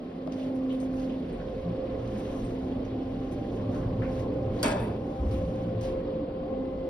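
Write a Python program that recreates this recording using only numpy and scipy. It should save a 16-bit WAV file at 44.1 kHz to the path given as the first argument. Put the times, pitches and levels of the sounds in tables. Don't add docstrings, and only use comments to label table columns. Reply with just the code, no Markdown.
import sys
import numpy as np
from scipy import signal
from scipy.fft import rfft, irfft, next_fast_len
from scipy.io import wavfile
from scipy.ndimage import uniform_filter1d

SR = 44100
rng = np.random.default_rng(int(sys.argv[2]) if len(sys.argv) > 2 else 0)


def transcribe(signal):
    frames = np.atleast_2d(signal).T
    limited = np.clip(frames, -1, 1)
    pcm = np.round(limited * 32767).astype(np.int16)
    wavfile.write(sys.argv[1], SR, pcm)


N = 303849
T = np.arange(N) / SR


def amp(db):
    return 10 ** (np.asarray(db) / 20)


def evened(x):
    return x / np.sqrt(np.mean(x ** 2) + 1e-20)


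def read(points, hz, axis=1):
    table = np.transpose(points)
    return np.interp(np.log(hz + 1), np.log(table[0] + 1), table[axis])


def curves(table):
    s, *columns = np.transpose(table)
    return [np.interp(T, s, c) for c in columns]


def wander(rate_hz):
    t = T[::64]
    drift = sum(np.sin(2 * np.pi * (f * t + rng.random())) / np.sqrt(f)
                for f in np.geomspace(rate_hz / 20, rate_hz, num=16))
    return np.interp(T, t, evened(drift))


def swell(middle_s, length_s):
    start = max(round((middle_s - length_s / 2) * SR), 0)
    part = slice(start, round((middle_s + length_s / 2) * SR))
    out = np.zeros(N)
    out[part] = np.cos(np.pi * (T[part] - middle_s) / length_s) ** 2
    return out


def noise(shape, size, patchy_db, tilt_db=0., hinge_hz=1000., span_octaves=1.):
    hop = size // 4
    frames, hz = N // hop + 5, np.fft.rfftfreq(size, 1 / SR)
    a, b, c, d, patch = rng.standard_normal((frames, len(hz), 5)).T
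    patch = uniform_filter1d(patch, size=7, axis=0)
    patch = evened(uniform_filter1d(patch, size=9, axis=1))
    tilt = np.interp(np.arange(frames) * hop, np.arange(N), tilt_db + np.zeros(N))
    upper = np.clip(np.log2(hz / hinge_hz + 1e-9) / span_octaves, 0, 1)
    outside = (hz < shape[0][0]) | (hz > shape[-1][0])
    base = amp(np.where(outside, -120, read(shape, hz)))
    gain = base[:, None] * amp(patchy_db * patch + upper[:, None] * tilt)
    spectra = np.array([a + 1j * b, c + 1j * d]) * gain
    out = signal.istft(spectra, nperseg=size, noverlap=size - hop)[1][:, :N]
    return out / np.linalg.norm(base)


def resonate(x, hz, width_hz):
    turn, r = np.exp(2j * np.pi * hz * T[:x.shape[-1]]), np.exp(-np.pi * width_hz / SR)
    slow = signal.lfilter([(1 - r) ** 2], [1, -2 * r, r * r], x / turn)
    return 2 * (turn * slow).real


def modes(table, shake):
    return evened(sum(amp(db) * evened(resonate(shake, hz, w)) for hz, w, db in table))


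def steadied(x, window_s, share):
    power = uniform_filter1d(x ** 2, round(window_s * SR))
    return evened(x / (abs(power) + 1e-3) ** (share / 2))


def draught():
    # hz, relative_db_per_hz
    air_colour = [(76, -33.5), (130, -6), (156, -9.5), (274, -0.5), (330, -4.5), (401, -5.5), (477, -2.5),
                  (528, -4), (642, -16), (779, -18), (909, -26.5), (1060, -22.5), (1210, -30), (1500, -38),
                  (1950, -63.5), (3300, -120)]
    # time_s, level_db
    air_level = [(0, -39.5), (.8, -39), (1.6, -36.5), (2.8, -35.5), (3.2, -38), (3.7, -34), (4.8, -34),
                 (5.1, -35.5), (6.5, -36.5), (6.89, -37.5)]
    # pitch_hz, width_hz, relative_db
    car_modes = [(240.7, 11, -9), (293.4, 8.4, -7), (363.9, 14, -10), (435, 33, -12), (593, 11, -15),
                 (699.2, 18, -16), (782, 15, -28), (1054, 61, -22.5)]
    # hz, relative_db_per_hz
    hiss_colour = [(900, -10.5), (1400, 0.5), (2200, -0.5), (3200, -1.5), (4800, -9.5), (6000, -13.5),
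                   (7500, -18), (10000, -24), (12500, -25.5), (14400, -27.5), (15500, -45)]
    # time_s, level_db, brightness_db
    hiss_level = [(0, -58, -7), (1.2, -56, -2), (1.9, -55, -5), (2.6, -55, -2), (4.4, -56, -6.5),
                  (5.2, -57, -0.5), (6.1, -55.5, -11.5), (6.3, -58, -14.5), (6.89, -58.5, -6)]
    # middle_s, length_s, lift_db, brightening_db
    rustles = [(.42, 0.29, 4.5, 6.5), (0.573, 0.062, -0.5, 9), (0.733, 0.085, 3.5, 2),
               (0.832, 0.11, 0.5, 10), (1.01, 0.24, 4, 2.5), (1.33, 0.23, 1.5, 1), (2.238, 0.47, 3, 3),
               (2.433, 0.4, 1.5, 4), (3.33, 0.066, 0.5, 11.5), (3.566, 0.17, 1, 4), (3.78, 0.27, 0, 9),
               (4.16, 0.32, 3, 8), (4.334, 0.052, 1.5, 6), (4.437, .08, -1, 5), (4.602, 0.23, 4.5, 6.5),
               (5.35, 0.27, 3, 3), (5.555, 0.46, 1, 5), (5.86, 0.19, 5.5, 6.5)]
    # hz, relative_db_per_hz
    self_noise = [(4000, -3.5), (7000, -0.5), (11000, -4.5), (14000, -6.5), (15500, -20.5)]

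    roar = noise(air_colour, size=2048, patchy_db=2.03, tilt_db=4, hinge_hz=518.0, span_octaves=0.14)
    roar = roar + amp(-6.5) * modes(car_modes, rng.standard_normal((2, N)))
    roar = amp(curves(air_level)[0]) * roar

    level_db, bright_db = curves(hiss_level)
    for middle_s, length_s, lift_db, brightening_db in rustles:
        hump = swell(middle_s, length_s)
        level_db = level_db + lift_db * hump
        bright_db = bright_db + brightening_db * hump
    bright_db = bright_db + 1.5 * wander(12.)
    hiss = noise(hiss_colour, size=256, patchy_db=1.57, tilt_db=bright_db, hinge_hz=4800.0, span_octaves=0.34)
    return roar + amp(level_db) * hiss + amp(-84.0) * noise(self_noise, size=256, patchy_db=5.0)


def machine_tones():
    # start_s, pitch_hz, level_db
    whines = [(6.3, 10993, -94.5), (6.45, 2050, -69.5)]
    out = np.zeros(N)
    for start_s, hz, db in whines:
        size = np.sqrt(2) * amp(db + 1.2 * wander(9.)) * np.clip((T - start_s) / 0.11, 0, 1)
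        out += size * np.sin(2 * np.pi * hz * T + .7 * wander(25.0))
    return out


def fan_tone():
    # time_s, level_db of overtones 1, 2, 3 (before wavering)
    overtone_levels = [(0, -43, -68, -64), (.17, -42, -56, -68), (.3, -35, -45.5, -63),
                       (.55, -31, -42.5, -66), (.88, -30, -41.5, -70), (1.0, -33.5, -41, -54.5),
                       (1.21, -35, -48.5, -57), (1.29, -43.5, -47, -68), (1.42, -45.5, -46, -60),
                       (1.6, -46, -39.5, -62), (2.05, -45, -38.5, -71), (2.2, -45, -41.5, -72),
                       (2.38, -39.5, -43, -66), (2.55, -38.5, -51, -62), (2.72, -36.5, -70, -58),
                       (2.95, -37.5, -47, -53), (3.15, -34, -49, -53), (3.45, -40, -49.5, -51),
                       (3.6, -38, -51, -62), (3.8, -42, -44.5, -58), (4.1, -38.5, -36, -61),
                       (4.35, -42, -37, -60), (4.6, -45, -40.5, -56.5), (4.85, -54.5, -46.5, -57.5),
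                       (5.02, -59, -44, -52), (5.15, -64, -42.5, -50.5), (5.27, -65, -37, -53),
                       (5.45, -49, -36.5, -57), (6.4, -52.5, -37, -63), (6.6, -36.5, -37, -57),
                       (6.89, -45, -34, -60)]
    # time_s, rate_hz
    blade_rate = [(0, 261.45), (4.5, 261.5), (5.2, 262.1), (6.89, 262.05)]
    # left_lead_rad, left_minus_right_db, left_lead_rad, left_minus_right_db
    overtone_ports = [(0.14, -1.5, -0.39, -1), (-0.54, -4, 0.68, 0.5), (-1.5, -3, 2, 10),
                      (2.5, 2.5, -2.8, -2)]
    turn_s = (2.3, 5.7)

    turns_rad = 2 * np.pi * np.cumsum(curves(blade_rate)[0]) / SR
    side = np.array([[.5], [-.5]])
    levels = curves(overtone_levels) + [-66 + 3 * wander(2.7)]
    out = np.zeros((2, N))
    for k, (level_db, port) in enumerate(zip(levels, overtone_ports), 1):
        lead_rad, pan_db, late_lead_rad, late_pan_db = port
        phase = k * (turns_rad + 0.22 * wander(11.)) + 2 * np.pi * rng.random()
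        waver_db = 1.0
        if k > 2:
            phase = phase + 0.81 * wander(15.)
            waver_db += 1.5
        level_db = level_db + waver_db * wander(14.)
        if k > 1:
            level_db = level_db + 1.5 * wander(45.)
        pan = side * np.interp(T, turn_s, [pan_db, late_pan_db])
        lead = side * np.interp(T, turn_s, [lead_rad, late_lead_rad])
        out += np.sqrt(2) * amp(level_db + pan) * np.sin(phase + lead)
    return out


def ticks():
    # start_s, level_db (before strike and grit), centre_hz, width_hz, rise_s, t60_s
    tick_list = [(0.2735, -46, 3300, 4000, .0006, 0.011), (.3200, -53, 4860, 3500, 0.0016, 0.16),
                 (.321, -49, 2500, 2500, .001, .03), (.395, -52.5, 2760, 1500, .002, 0.2),
                 (.415, -54.5, 2950, 600, 0.0039, .25), (.5514, -70, 9950, 3970, 0.0009, 0.17),
                 (0.698, -56, 2800, 3000, .001, 0.057), (.694, -53, 3100, 900, .001, 0.11),
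                 (.702, -51.5, 3050, 1100, 0.0022, 0.25), (.74, -57.5, 3250, 1000, 0.0045, 0.2),
                 (.7214, -69, 9500, 5040, .002, .25), (.800, -59, 8560, 2000, 0.00092, 0.15),
                 (.801, -58, 5800, 3500, .001, .12), (.9344, -69, 9700, 6040, .003, 0.32),
                 (.995, -54.5, 4800, 2500, .002, .08), (1.092, -52, 2990, 1200, .004, 0.3),
                 (1.325, -65, 8460, 1500, .002, .15), (1.398, -51.5, 1610, 600, 0.0044, 0.27),
                 (2.0738, -53.5, 2980, 3960, 0.0022, 0.082), (2.17, -53.5, 4960, 8000, 0.017, 0.25),
                 (2.4414, -59, 8300, 800, 0.0028, .2), (2.849, -59.5, 5200, 2500, .001, .15),
                 (3.32, -64, 7900, 8950, 0.0016, 0.13), (3.739, -52.5, 2500, 3500, 0.012, 0.28),
                 (3.735, -50, 1410, 700, 0.006, 0.59), (3.83, -52, 1490, 600, 0.0046, 0.15),
                 (4.018, -46, 1490, 700, 0.0027, 0.26), (4.018, -49.5, 2200, 800, 0.0025, 0.22),
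                 (4.025, -50.5, 2000, 1500, .001, .06), (4.041, -49.5, 2300, 600, 0.0062, 0.25),
                 (4.075, -52, 1660, 900, 0.0055, 0.23), (4.162, -53.5, 2500, 1500, 0.0031, 0.25),
                 (4.179, -53, 4500, 6000, 0.018, 0.22), (4.588, -57, 4200, 1200, .003, 0.68),
                 (4.7983, -58, 9500, 5000, .002, 0.41), (4.832, -46, 1790, 1500, .001, 0.087),
                 (4.851, -47, 1600, 1500, .001, .08), (5.309, -64.5, 9000, 6000, 0.0016, 0.39),
                 (5.31, -52, 3280, 3500, 0.0022, .2), (5.34, -53, 3000, 1800, .002, .15),
                 (5.809, -53.5, 4900, 5900, 0.0041, 0.26), (5.829, -49.5, 3540, 6000, 0.011, 0.35)]
    strike_db, strike_decay_s = 0.5, 0.0014
    grit_db, grit_grain_s = 2, .004
    out, t = np.zeros((2, N)), T[:SR // 3]
    for start_s, db, hz, width_hz, rise_s, t60_s in tick_list:
        burst = evened(resonate(rng.standard_normal((2, len(t))), hz, width_hz))
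        burst = steadied(burst, 0.0033, 0.48)
        grit = evened(uniform_filter1d(rng.standard_normal(len(t)), round(grit_grain_s * SR)))
        burst = burst * amp(grit_db * grit - grit_db ** 2 / 9)
        strike = strike_db * np.exp(-abs(t - rise_s) / strike_decay_s)
        envelope = amp(db - 60 * t / t60_s + strike) * np.clip(t / rise_s, 0, 1)
        at = round(start_s * SR)
        out[:, at:at + len(t)] += envelope * burst
    return out


def thuds():
    # start_s, level_db (before tap decay), pan_db (split between the ports, ahead of the right port's cut)
    finger_taps = [(0.277, -25.5, 6.5), (0.829, -29, 6), (1.729, -33, 6)]
    out, t = np.zeros((2, N)), T[:1200]
    tap = np.sin(2 * np.pi * 620 * t) * np.exp(-t / 0.0038) * np.clip(t / 0.00049, 0, 1)
    right_cut = [[1], [.2]]
    for start_s, db, pan_db in finger_taps:
        at = round(start_s * SR)
        pan = np.array([[pan_db], [-pan_db]]) / 2
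        out[:, at:at + len(t)] += amp(db + pan) * right_cut * tap
    return out


def door():
    # time_s, rumble_db, panel_boom_db, roller_drone_db
    door_levels = [(0, -54, -56.5, -45.5), (.7, -49, -49, -48), (1.05, -46.5, -47.5, -42.5),
                   (1.6, -44, -52.5, -45), (2.2, -42, -47, -42.5), (3.3, -41.5, -44, -44.5),
                   (3.9, -38, -36.5, -36), (4.15, -42.5, -40.5, -44.5), (4.85, -40, -37.5, -36.5),
                   (5.14, -45, -46, -48.5), (5.22, -40, -44, -42.5), (5.4, -39.5, -45, -42),
                   (5.5, -37, -45.5, -42.5), (5.58, -40.5, -39.5, -36.5), (5.95, -39, -44.5, -46),
                   (6.05, -46.5, -42.5, -45.5), (6.89, -44, -68.5, -46)]
    # hz, relative_db_per_hz
    rumble_colour = [(10, -25), (18, -13.5), (25, -8.5), (33, -1), (41, 2.5), (52, -1.5), (65, 0), (82, -2),
                     (105, -4), (135, -21), (200, -61)]
    # pitch_hz, width_hz, relative_db
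    boom_modes = [(113, 12.2, -3), (122.5, 5.9, -9.5)]
    # pitch_hz, width_hz, relative_db
    drone_modes = [(174.9, 19.2, -0.28), (211.7, 31, -0.72)]
    # middle_s, peak_db, pitch_hz, length_s
    bump_list = [(0.287, -36, 165, 0.1), (0.997, -38, 38, 0.18), (1.37, -37.5, 40, 0.19),
                 (1.691, -29, 174.4, 0.14), (1.71, -35, 118, 0.16), (2.078, -35, 116.2, 0.52),
                 (2.149, -31, 209, 0.1), (2.44, -31.5, 42, 0.1), (2.453, -35.5, 120, 0.16),
                 (2.948, -36.5, 113, 0.28), (3.196, -33, 113.3, .15), (3.686, -29, 112.5, 0.12),
                 (3.868, -22, 110, 0.053), (4.005, -27, 114, 0.076), (4.2, -27.5, 114.7, 0.068),
                 (4.482, -31.5, 105, 0.17), (4.66, -22.5, 255, .03), (4.79, -28.5, 300, 0.022),
                 (5.22, -25, 62, 0.067), (5.276, -24, 66.1, 0.072), (5.31, -26, 106, 0.1),
                 (5.357, -25.5, 63.95, .085), (5.383, -31, 92, 0.065), (5.437, -33, 95, .08),
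                 (5.453, -31.5, 63, .1), (5.49, -30.5, 170, 0.1), (5.768, -27.5, 109.7, .14),
                 (6.006, -34.5, 180, 0.053), (6.589, -34.5, 202.5, 0.097)]

    rumble_db, boom_db, drone_db = curves(door_levels)
    shake = rng.standard_normal((2, N))
    boom = steadied(modes(boom_modes, shake), 0.082, .5)
    drone = steadied(modes(drone_modes, shake), 0.066, 0.23)
    rumble = steadied(noise(rumble_colour, size=4096, patchy_db=1.5), 0.037, 0.23)
    flutter = wander(30.)
    bumps = np.zeros(N)
    for middle_s, db, hz, length_s in bump_list:
        phase = 2 * np.pi * (hz * T + rng.random()) + 0.39 * flutter
        bumps += amp(db) * swell(middle_s, length_s) * np.sin(phase)
    return amp(rumble_db) * rumble + amp(boom_db) * boom + amp(drone_db) * drone + bumps


def latch():
    # hz, relative_db_per_hz
    rattle_colour = [(750, -20.5), (950, -1.5), (1250, 5.5), (1550, 1), (2500, -4), (3900, -12.5),
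                     (4700, -9.5), (6200, -15), (7300, -8), (8200, -4), (9000, -15), (12000, -23),
                     (15600, -36)]
    # pitch_hz, width_hz, relative_db
    panel_modes = [(275, 72, -11.5), (429, 120, -3.5), (599, 110, 3), (778, 88, -6.5), (890, 40, -4.5),
                   (939, 42, -4), (1033, 46, -9.5), (1202, 130, -14.5), (1433, 23, -2.5), (1487, 20, -3.5),
                   (1623, 31, 1), (1740, 25, -1), (1780, 27, -16), (2103, 34, -8), (2300, 44, -2.5),
                   (2558, 44, -1.5), (2630, 45, -4.5), (2970, 53, -11), (3310, 140, -6.5), (3530, 48, -7),
                   (3620, 80, -7.5), (3830, 48, -15), (4130, 80, -16.5), (4650, 130, -9.5), (4808, 40, -16),
                   (5540, 110, -14)]
    # pitch_hz, width_hz, level_db, t60_s
    snap_parts = [(1590, 1300, -32.5, 0.02), (1500, 250, -36, 0.1), (3500, 460, -41, .06),
                  (4620, 900, -27.5, 0.05), (8800, 5600, -38, 0.053)]
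    # time_s, lift_db
    bounces = [(4.641, 7.5), (4.66, 8.5), (4.681, 3), (4.701, -5), (4.712, 2), (4.732, 2), (4.755, 1),
               (4.792, 7.5), (4.82, 2.5), (4.85, -0.5)]
    start_s, rise_s, rattles_s, lasts_s = 4.628, 0.016, 0.1, 0.38
    bounce_decay_s, rattle_bounce_share = 0.0028, .6
    crack_after_s, crack_decay_s, crack_band_hz = 0.0018, 0.0014, (2000, 11000)

    t = np.maximum(T - start_s, 0)
    early = np.clip(1 - t / rise_s, 0, 1)
    late = np.maximum(t - rattles_s, 0)
    level_db = -30 - 5.5 * early - 70.5 * t - 4.5 * np.clip(late / 0.01, 0, 1)
    bright_db = 4 + 9 * early - 73.5 * np.minimum(t, lasts_s)
    body_db = -28.5 - 18 * early - 23.5 * t - 47 * late
    on = np.clip(t / 0.0024, 0, 1) * np.clip((lasts_s - t) / 0.052, 0, 1)
    rattle = noise(rattle_colour, size=256, patchy_db=1.8, tilt_db=bright_db, hinge_hz=4000., span_octaves=1.1)

    start = round(start_s * SR)
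    part = slice(start, start + SR // 2)
    now = T[part]
    shake = rng.standard_normal((2, SR // 2))
    lift_db = sum(db * (now > s) * np.exp(-np.maximum(now - s, 0) / bounce_decay_s) for s, db in bounces)
    struck = shake * amp(lift_db)
    body = steadied(modes([m for m in panel_modes if m[0] < 1300], struck), 0.013, .5)
    ring = steadied(modes([m for m in panel_modes if m[0] >= 1300], struck), .01, .3)

    snap = np.zeros_like(shake)
    for hz, width_hz, db, t60_s in snap_parts:
        snap += amp(db - 60 * t[part] / t60_s) * steadied(resonate(shake, hz, width_hz), 0.0018, 0.57)
    band = signal.butter(N=2, Wn=crack_band_hz, btype="band", fs=SR, output="sos")
    crack = evened(signal.sosfilt(band, shake))
    since_crack = t[part] - crack_after_s
    snap += amp(-20) * np.exp(-since_crack / crack_decay_s) * (since_crack > 0) * crack

    out = amp(level_db) * rattle
    out[:, part] *= amp(rattle_bounce_share * lift_db)
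    out[:, part] += amp(level_db[part] - 2.5) * ring + amp(body_db[part]) * body + snap
    return on * out


def ports(field):
    # hz, unrelated_part_db, left_lead_rad, left_minus_right_db
    bass_ports = [(25, -44, 0, 0), (60, -38, 0, -.1), (125, -32, 0, -.3), (190, -27, 0, -.8),
                  (300, -24, -.15, -1.2)]
    middle_ports = [(400, -12, .1, -3), (515, -6, 0.59, -2.5), (1020, -2.5, 0.74, 3.5), (1920, -5, 0.38, 0),
                    (2560, -4.5, 1.75, -0.3), (3860, -1.5, 1.74, 0.5), (4400, -8.5, 0.94, -1),
                    (5600, -3.5, 0.75, 1), (6340, -9.5, 2.13, 0.5)]
    treble_ports = [(7000, -24, 3.14, 0), (7900, -24, 3.14, 0), (8500, -12, 4.5, 0), (9700, -24, 6.28, 0),
                    (11600, -24, 6.28, 0), (12600, -24, 9.42, 0), (14400, -24, 9.42, 0),
                    (15300, -15, 12.4, 0)]
    size = next_fast_len(N)
    hz, (a, b) = np.fft.rfftfreq(size, 1 / SR), rfft(field, size)
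    table = bass_ports + middle_ports + treble_ports
    apart = amp(read(table, hz))
    lead_rad, pan_db = read(table, hz, axis=2), read(table, hz, axis=3)
    half = amp(pan_db / 2) * np.exp(.5j * lead_rad)
    pair = np.array([(a + apart * b) * half, (a - apart * b) / half]) / np.sqrt(1 + apart ** 2)
    return irfft(pair, size)[:, :N]


def scene():
    whines = machine_tones() * [[1], [0]]
    diffuse = draught() + whines + ticks() + door() + latch()
    return ports(diffuse) + fan_tone() + thuds()


def record(dry):
    lowpass = signal.firwin(511, 15800, window=("kaiser", 9), fs=SR)
    return signal.oaconvolve(dry, lowpass[None], "same")


dry = scene()
out = record(dry)
transcribe(out)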